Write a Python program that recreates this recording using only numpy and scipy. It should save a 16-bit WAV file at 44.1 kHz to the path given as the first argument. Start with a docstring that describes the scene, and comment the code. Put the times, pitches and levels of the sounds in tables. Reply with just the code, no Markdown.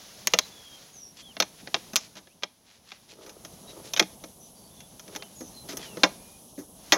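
"""A plastic jar handled outdoors

A big thin-walled jar is handled and its screw lid worked off: walls snap, thread ticks and rubs, and
the open jar knocks hollowly. Contacts are impulses exciting damped modes; rubs and hand moves are
trains of random small impulses. Behind them, filtered noise gives a soft rush of air and leaves, a
rustle and a fine high hiss, and noise-modulated sines give a few thin, blurred, gliding whistles."""
import sys
import numpy as np
from scipy import signal
from scipy.fft import rfft, irfft, next_fast_len
from scipy.io import wavfile

SR = 44100
rng = np.random.default_rng(int(sys.argv[2]) if len(sys.argv) > 2 else 0)


def persist_wave(psi):
    """Save psi, clipped to +-1, as 16-bit WAV."""
    counts = np.round(np.clip(psi, -1, 1) * 32767).astype(np.int16)
    wavfile.write(sys.argv[1], SR, np.atleast_2d(counts).T)


N = 307590   # samples

# snaps and knocks of jar and lid; level_db is that of the clack register, before peak rounding:
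# start_s, level_db, boom_db and sizzle_db (both against the clack), ring_factor, crack_sharpness, panel_hz
JAR_CONTACTS = [ (.272, -25.5, -16, -2, 0.54, 1.05, 1170), (0.3363, -17.5, -11, -20.5, 0.89, .5, 488),
                (.388, -19, -21, -13, 0.47, 1.16, 1230), (1.367, -39.5, -4, -39, 0.54, .3, 670),
                (1.401, -20.5, -11, -13.5, 0.71, 0.31, 655), (1.4224, -26.5, -15, -20, .68, .26, 660),
                (1.673, -42, -2, -35, .64, .3, 681), (1.743, -21, -14.5, -31, 0.78, 0.63, 624),
                (1.7631, -41.5, 0, -36, 0.49, .4, 622), (1.933, -45.5, 8, -5, 0.87, .15, 231),
                (1.9582, -24.5, -19, -7, .29, 1.7, 1420), (1.9633, -24, -28.5, -6, 1.8, 1.8, 1170),
                (2.154, -52.5, 2, -11, 2.85, .3, 196), (2.167, -48.5, -1.5, -13, 2.6, .1, 990),
                (2.272, -56.5, -2, -37, .7, 0.61, 1741), (2.424, -49, -2, -25, 0.72, 0.33, 1241),
                (2.4339, -27, -18.5, -29.5, 0.59, 0.41, 638), (2.918, -42, -15, -35, 0.62, 0.38, 1280),
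                (3.262, -53.5, 3, -3, 3.5, .18, 624), (3.293, -50, -11, -7, 1.3, 0.19, 182),
                (3.448, -46.5, -3.5, -6, 1.2, .1, 322), (3.935, -30.5, -24, -9, 0.71, .11, 676),
                (3.963, -29, -23, -24, 1.5, 0.35, 3020), (3.9734, -30.5, -12, -16, 1.24, .35, 2570),
                (3.9948, -14.5, -18, -19, 0.75, 0.12, 682), (4.009, -48, 23, -12.5, 0.9, .1, 383),
                (4.025, -35.5, -3, -21, 0.61, .34, 182), (4.238, -46.5, 5, -10, 1.2, .2, 534),
                (4.804, -50, -18, -12, .97, 0.31, 412), (4.995, -48.5, -11, -7, 0.8, .2, 307),
                (5.079, -52.5, 0, -10, .94, .3, 610), (5.15, -46.5, 5, -8, 0.85, 0.19, 289),
                (5.161, -38, -8.5, -8, 0.89, 0.32, 890), (5.223, -40.5, -12, -34, 0.98, 0.39, 661),
                (5.406, -55, 21, 3, 2.16, .2, 318), (5.688, -44, 7.5, -2, 6.6, .21, 282),
                (5.729, -52.5, 15.5, -3, 2.2, .22, 272), (5.77, -44.5, -11, 6.5, .9, 0.16, 303),
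                (5.97, -47, 14.5, -14, 0.97, 0.26, 508), (6.034, -12.5, -7.5, -30.5, 1.3, 0.3, 304),
                (6.091, -57, 11, -12, 1.02, 0.18, 630), (6.577, -66, 33, 8, 1.9, .15, 273),
                (6.588, -58, 19.5, 7.5, 4.1, .2, 296), (6.9218, -13.5, -9, -18.5, 2.75, 0.41, 315)]
# the jar's registers boom, knock, clack, snap and sizzle: low_hz, high_hz
JAR_REGISTERS = [(115, 450), (450, 2200), (2200, 4500), (4500, 7300), (8000, 15500)]
# the jar's clear modes; mean strength, and decay at ring factor 1: mode_hz, strength_db, t60_s
CLEAR_MODES = [(159, -9, 0.067), (186, -3, 0.11), (254.5, -3.5, 0.084), (313.2, 1.5, 0.11),
               (392, -1.5, 0.071), (520, -1.5, 0.062), (605.13, -1, 0.082), (671.3, 2.5, 0.07505),
               (845, -4.5, 0.06841), (967.12, -0.5, 0.043), (1275, 0, 0.05281), (1530, -3.5, 0.045),
               (1950, -0.5, 0.051), (2142, -5, 0.042), (2472, 1, 0.034), (2745, 2.5, 0.048), (3305, 5, .03),
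               (3600, 4, .035), (4310, 0, 0.042), (5180, 0, .04), (5910, 4, 0.051), (6430, 7.5, 0.038)]
# decay of the dense wall modes at ring factor 1: frequency_hz, t60_s
WALL_DECAY = [(200, 0.0001), (600, 0.1), (1500, 0.0471), (3500, 0.0072), (6000, 0.0434), (12000, 0.04)]
# spectrum of the dense wall modes: frequency_hz, relative_density_db (per Hz)
WALL_SPECTRUM = [(130, -11.5), (230, 1.5), (380, -0.5), (650, 0.5), (1000, -1), (1700, 1.5), (2500, 0),
                 (3300, 8), (4500, -2.5), (6200, 4), (7500, -13), (8700, -20), (11000, -4), (15000, -11.5)]
# hands and thread rubbing on the plastic: start_s, length_s, level_db, centre_hz
RUB_STROKES = [(1.151, 0.085, -51.5, 4600), (1.575, 0.053, -55.5, 2600), (1.972, 0.11, -52, 5030),
               (2.156, 0.045, -52, 3520), (2.63, 0.18, -61.5, 3500), (2.846, 0.15266, -56.5, 3020),
               (3.076, 0.072, -53.5, 4000), (3.206, 0.052, -57, 4020), (3.674, 0.05777, -54.5, 3920),
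               (3.827, 0.092, -52, 5000), (5.106, 0.084, -57, 2500), (5.676, 0.069, -44.5, 4000),
               (5.778, 0.11, -47.5, 3050)]
# moves of the hand inside the jar, before the common trim: start_s, length_s, peak_level_db
HAND_MOVES = [(3.07, .4, -48), (3.58, 0.42, -47), (5.02, 0.26, -47), (5.62, 0.36, -44.5), (5.92, 0.22, -47)]
# thin whistles, before the common trim; bend above 1 glides early and settles, below 1 glides late:
# start_s, length_s, start_hz, end_hz, bend, level_db
THIN_WHISTLES = [ (0.399, 0.062, 4080, 3950, 1.2, -47), (0.509, 0.33, 3480, 3160, 1.4, -53.5),
                 (.93, .19, 6770, 5660, 3.4, -48), (1.161, 0.094, 3500, 3150, 1.5, -56),
                 (1.227, .1, 3500, 2500, 0.36, -51), (2.283, 0.056, 2200, 3200, .55, -68),
                 (3.67, 0.053, 3890, 3860, 1.1, -50.5), (4.397, 0.088, 6000, 6020, 1.3, -55),
                 (4.551, 0.148, 4700, 4540, 1.07, -62), (4.703, 0.18, 3540, 3390, 0.94, -61),
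                 (5.167, 0.115, 3170, 2970, .9, -57), (5.347, 0.16, 7020, 6020, 1.5, -50),
                 (5.535, 0.11, 4220, 4020, 1.1, -50.5), (5.79, .18, 3540, 2640, 1.5, -52.5),
                 (6.168, 0.23, 2370, 2460, 2.5, -66)]
# level curve of the soft rustle, before RUSTLE_DB: time_s, level_db
RUSTLE_LEVEL = [(0.0, -57.5), (0.21, -56), (0.81, -60.5), (0.96, -63.5), (1.11, -68.5), (1.84, -59.5),
                (2.25, -71.5), (2.48, -74), (3.9, -62.5), (4.48, -74.5), (4.69, -69), (5.17, -65.5),
                (5.71, -67.5), (5.88, -61.5), (6.03, -59.5), (6.38, -69), (6.61, -86), (6.9, -57.5)]
# spectrum of the soft rustle: frequency_hz, relative_density_db (per Hz)
RUSTLE_SPECTRUM = [(100, -16.5), (500, 3), (900, -0.5), (1800, -2), (2700, -1.5), (3300, 1.5), (4700, 1),
                   (6100, 3), (7000, -2), (7800, -14), (15500, -12)]
# common level curve of air and hiss, before each layer's offset: time_s, level_db
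BACKGROUND_LEVEL = [(0.0, -61), (0.33, -58), (0.55, -62), (1.15, -62.5), (1.9, -58), (2.17, -64.5),
                    (2.48, -69.5), (2.77, -69), (3.17, -64.5), (3.46, -57.5), (3.9, -55), (4.82, -58.5),
                    (5.78, -53.5), (6.67, -56.5), (6.9, -56)]
# spectrum of the moving air: frequency_hz, relative_density_db (per Hz)
AIR_SPECTRUM = [(25, -7), (100, -4), (205, 1), (350, -7.5), (500, -9), (660, -7.5), (1100, -14),
                (1800, -20), (2700, -15.5), (3300, -15.5), (4700, -18), (6100, -9.5), (7000, -13.5),
                (7600, -29.5)]
# spectrum of the high hiss: frequency_hz, relative_density_db (per Hz)
HISS_SPECTRUM = [(7500, -6.5), (9000, -8.5), (10000, -0.5), (10900, 2), (11700, -3.5), (12600, -13),
                 (14000, -12), (15500, -13.5)]
# passbands of low air, high air and hiss: low_hz, high_hz
BACKGROUND_BANDS = [(34, 1100), (2800, 7500), (7700, 16000)]

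KNOCK_DB, KNOCK_FOLLOWS_BOOM = 1.5, 0.37   # the knock register rises with the boom
SNAP_DB, SNAP_FOLLOWS_SIZZLE = 5, 0.45   # the snap register rises with the sizzle
GROUND_ECHO_S, GROUND_ECHO_DB = .005, -9
LOW_AIR_DB, HIGH_AIR_DB, HISS_DB = 2.5, -4.5, 0.5   # against the background curve
RUSTLE_DB = 7   # against the rustle curve
CUTOFF_HZ = 15900


def contacts(modes_db=-5, panel_db=-11, crack_db=0, give_s=0.0024, give_fall=9.6):
    """Buckling: an impulsive crack excites the shell's modes, and the ground reflects the sound."""
    out, t = np.zeros(N), np.arange(5120) / SR
    filters = [signal.butter(4 if low > 1000 else 3, [low, high], "band", fs=SR, output="sos")
               for low, high in JAR_REGISTERS]
    for start, level_db, boom_db, sizzle_db, ring, sharpness, panel_hz in JAR_CONTACTS:
        rise_s = give_s * np.exp(-give_fall * sharpness)   # a blunt contact gives way gradually
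        shell = wall_ring(t, ring) + from_db(modes_db) * jar_ring(t, ring)
        blow = energy_one(shell * (1 - np.exp(-t / rise_s)))
        blow[0] += sharpness * from_db(crack_db)
        # the jar is never at quite the same height
        lag_s = GROUND_ECHO_S * (1 + .06 * rng.standard_normal())
        blow = blow + from_db(GROUND_ECHO_DB) * np.interp(t - lag_s, t, blow, left=0)
        blow = blow + from_db(panel_db) * panel_ring(t, panel_hz, ring)
        knock_db = KNOCK_DB + KNOCK_FOLLOWS_BOOM * boom_db
        snap_db = SNAP_DB + SNAP_FOLLOWS_SIZZLE * sizzle_db
        voiced = 0
        for register_db, sos in zip([boom_db, knock_db, 0, snap_db, sizzle_db], filters):
            register = energy_one(signal.sosfilt(sos, blow))
            voiced = voiced + from_db(level_db + register_db) * register
        add(out, start, voiced * np.sqrt(SR / 100))   # levels count over a hundredth of a second
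    return out


def wall_ring(t, ring, spread_cycles=0.61):
    """Dense bending modes: low waves build up late, and each half octave decays at its own rate."""
    edges = 110 * 2 ** (np.arange(16) / 2)
    hz = np.fft.rfftfreq(len(t), 1 / SR)
    spectrum = rfft(rng.standard_normal(len(t))) * from_db(at_hz(WALL_SPECTRUM, hz))
    out = 0
    for low, high in zip(edges, edges[1:]):
        centre = np.sqrt(low * high)
        build_up = 1 - np.exp(-t * centre / spread_cycles)
        decay = from_db(-60 * t / (ring * at_hz(WALL_DECAY, centre)))
        out = out + build_up * decay * irfft(spectrum * (hz >= low) * (hz < high), len(t))
    return energy_one(out)


def jar_ring(t, ring, swell_cycles=1.3, scatter_db=3.5):
    """Modal superposition: damped sines of random strength and sign, swelling over about a cycle."""
    hz, db, t60 = np.transpose(CLEAR_MODES)[:, :, None]
    strength = from_db(db + scatter_db * rng.standard_normal(hz.shape))
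    strength = strength * rng.choice([-1, 1], hz.shape)
    decay = from_db(-60 * t / (t60 * np.sqrt(ring)))
    swell = 1 - np.exp(-t * hz / swell_cycles)
    return energy_one(np.sum(strength * decay * swell * np.sin(2 * np.pi * hz * t), axis=0))


def panel_ring(t, hz, ring, t60=0.044):
    """Local resonance: the patch of wall that gives way rings as one damped sine."""
    decay = from_db(-60 * t / (t60 * ring))
    return energy_one(np.sin(2 * np.pi * hz * t) * (1 - np.exp(-t * hz)) * decay)


def rubs(slips_per_s=5000, grain_db=3.0, top_hz=6700):
    """Friction as random tiny slips of skin and thread, swelling and fading with the stroke."""
    out = np.zeros(N)
    for start, length, level_db, hz in RUB_STROKES:
        u = stroke(length)
        slips = random_impulses(slips_per_s, from_db(grain_db * rng.standard_normal(len(u))))
        scrape = band(band(slips, hz / 2, hz * 2, order=1), 300, top_hz, order=5)
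        scrape = energy_one(scrape * np.sin(np.pi * u))
        add(out, start, from_db(level_db) * np.sqrt(length * SR) * scrape)
    return out


def fumble(bumps_per_s=420, size_db=3.5, low_hz=360, high_hz=860, level_db=-3.5):
    """Modal response to random impulses: a hand moving inside the jar bumps its low modes softly."""
    t = np.arange(N) / SR
    effort = 0
    for start, length, peak_db in HAND_MOVES:
        progress = np.clip((t - start) / length, 0, 1)
        effort = effort + from_db(peak_db) * np.sin(np.pi * progress)
    bumps = random_impulses(bumps_per_s, from_db(size_db * rng.standard_normal(N).clip(-2, 2)))
    ring_t = t[:4096]
    response = jar_ring(ring_t, 0.55) + wall_ring(ring_t, 0.55)
    hollow = band(signal.fftconvolve(bumps, response)[:N], low_hz, high_hz, order=2)
    return from_db(level_db) * effort * rms_one(hollow)


def thicket(x, t60=0.26, wet_db=-28, top_hz=6800):
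    """Diffuse scattering: bushes return a faint tail, modelled as decaying band-limited noise."""
    t = np.arange(SR // 2) / SR
    tail = band(rng.standard_normal(len(t)), 170, top_hz)
    tail = tail * from_db(-60 * t / t60) * (1 - np.exp(-t / 0.005))
    return from_db(wet_db) * signal.fftconvolve(x, energy_one(tail))[:N]


def whistles(waver=0.0045, blur_per_khz=.15, blur_cycles=9, fading_db=2.0, level_db=-2):
    """Frequency glides with random fading: thin tones are blurred by noise, high ones most."""
    out = np.zeros(N)
    for start, length, start_hz, end_hz, bend, db in THIN_WHISTLES:
        u = stroke(length)
        glide_hz = end_hz + (start_hz - end_hz) * (1 - u) ** bend
        hz = glide_hz * (1 + waver * drift(197, len(u)))
        blur_rate = end_hz / blur_cycles
        blur_noise = drift(blur_rate, len(u)) + 1j * drift(blur_rate, len(u))
        blur = 1 + blur_per_khz * end_hz / 1000 * blur_noise
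        tone = np.real(blur * np.exp(2j * np.pi * np.cumsum(hz) / SR))
        swell = np.sqrt(u * (1 - u)) * from_db(fading_db * drift(47.5, len(u)))
        add(out, start, from_db(db + level_db) * np.sqrt(length * SR) * energy_one(swell * tone))
    return out


def rustle(flicker_db=1.3, flickers_per_s=28):
    """Modulated noise: a soft rustle of leaves and clothing comes and goes."""
    level_db = RUSTLE_DB + in_time(RUSTLE_LEVEL) + flicker_db * drift(flickers_per_s, N)
    return from_db(level_db) * rms_one(coloured(RUSTLE_SPECTRUM))


def outdoors(air_flicker_db=2.0, hiss_flicker_db=.5, flickers_per_s=30):
    """Co-modulated noise bands: air and hiss swell and sink together, each flickering a little."""
    air, hiss = coloured(AIR_SPECTRUM), coloured(HISS_SPECTRUM)
    layers = [(air, LOW_AIR_DB, air_flicker_db),
              (air, HIGH_AIR_DB, air_flicker_db),
              (hiss, HISS_DB, hiss_flicker_db)]
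    steady = 0
    for (source, db, flicker_db), (low, high) in zip(layers, BACKGROUND_BANDS):
        gain = from_db(db + flicker_db * drift(flickers_per_s, N))
        steady = steady + gain * rms_one(band(source, low, high, order=5))
    return from_db(in_time(BACKGROUND_LEVEL)) * steady


def random_impulses(rate, size):
    """Poisson-like excitation: sparse Gaussian impulses, rate a second on average, scaled by size."""
    return (rng.random(len(size)) < rate / SR) * rng.standard_normal(len(size)) * size


def coloured(spectrum):
    """Spectral shaping: white noise weighted to the given spectrum."""
    size = next_fast_len(N, True)
    gain = from_db(at_hz(spectrum, np.fft.rfftfreq(size, 1 / SR)))
    return irfft(rfft(rng.standard_normal(size)) * gain, size)[:N]


def drift(rate, size, count=512):
    """Slow random modulation: straight lines between unit Gaussian values, rate of them a second."""
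    return np.interp(np.arange(size) * rate / SR, np.arange(count), rng.standard_normal(count))


def stroke(length, size=12288):
    """Normalised time: from 0 to 1 over length seconds, then held; cut off after size samples."""
    return np.minimum(np.arange(size) / (length * SR), 1)


def band(x, low, high, order=3):
    """Causal Butterworth band-pass filtering."""
    return signal.sosfilt(signal.butter(order, [low, high], "band", fs=SR, output="sos"), x + 1e-18)


def from_db(db):
    """Logarithmic level: decibels to amplitude gain."""
    return 10 ** (np.asarray(db) / 20)


def rms_one(x):
    """Power normalisation: scale to rms 1."""
    return x / np.sqrt(np.mean(x ** 2) + 1e-20)


def energy_one(x):
    """Energy normalisation: scale the sum of squares to 1."""
    return x / np.sqrt(np.sum(x ** 2) + 1e-20)


def at_hz(points, hz):
    """Interpolation of a table on a log-frequency axis."""
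    f, value = np.transpose(points)
    return np.interp(np.log(np.maximum(hz, 1)), np.log(f), value)


def in_time(rows):
    """Linear interpolation of a time curve at every sample."""
    return np.interp(np.arange(N) / SR, *np.transpose(rows))


def add(out, start, sound):
    """Superposition: mix a sound in at start seconds."""
    at = max(0, round(start * SR))
    out[at:at + len(sound)] += sound[:max(0, N - at)]


def scene():
    """Superposition: jar in front, surroundings behind, the same signal in both channels."""
    jar = contacts() + rubs() + fumble()
    mono = jar + thicket(jar) + whistles() + rustle() + outdoors()
    return np.array([mono, mono])


def record(dry):
    """Saturation and band limiting: high peaks are rounded and the top is cut."""
    rounded = 1.2 * np.tanh(dry / 1.2)
    return signal.sosfilt(signal.ellip(10, .2, 70, CUTOFF_HZ, fs=SR, output="sos"), rounded)


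dry = scene()
out = record(dry)
persist_wave(out)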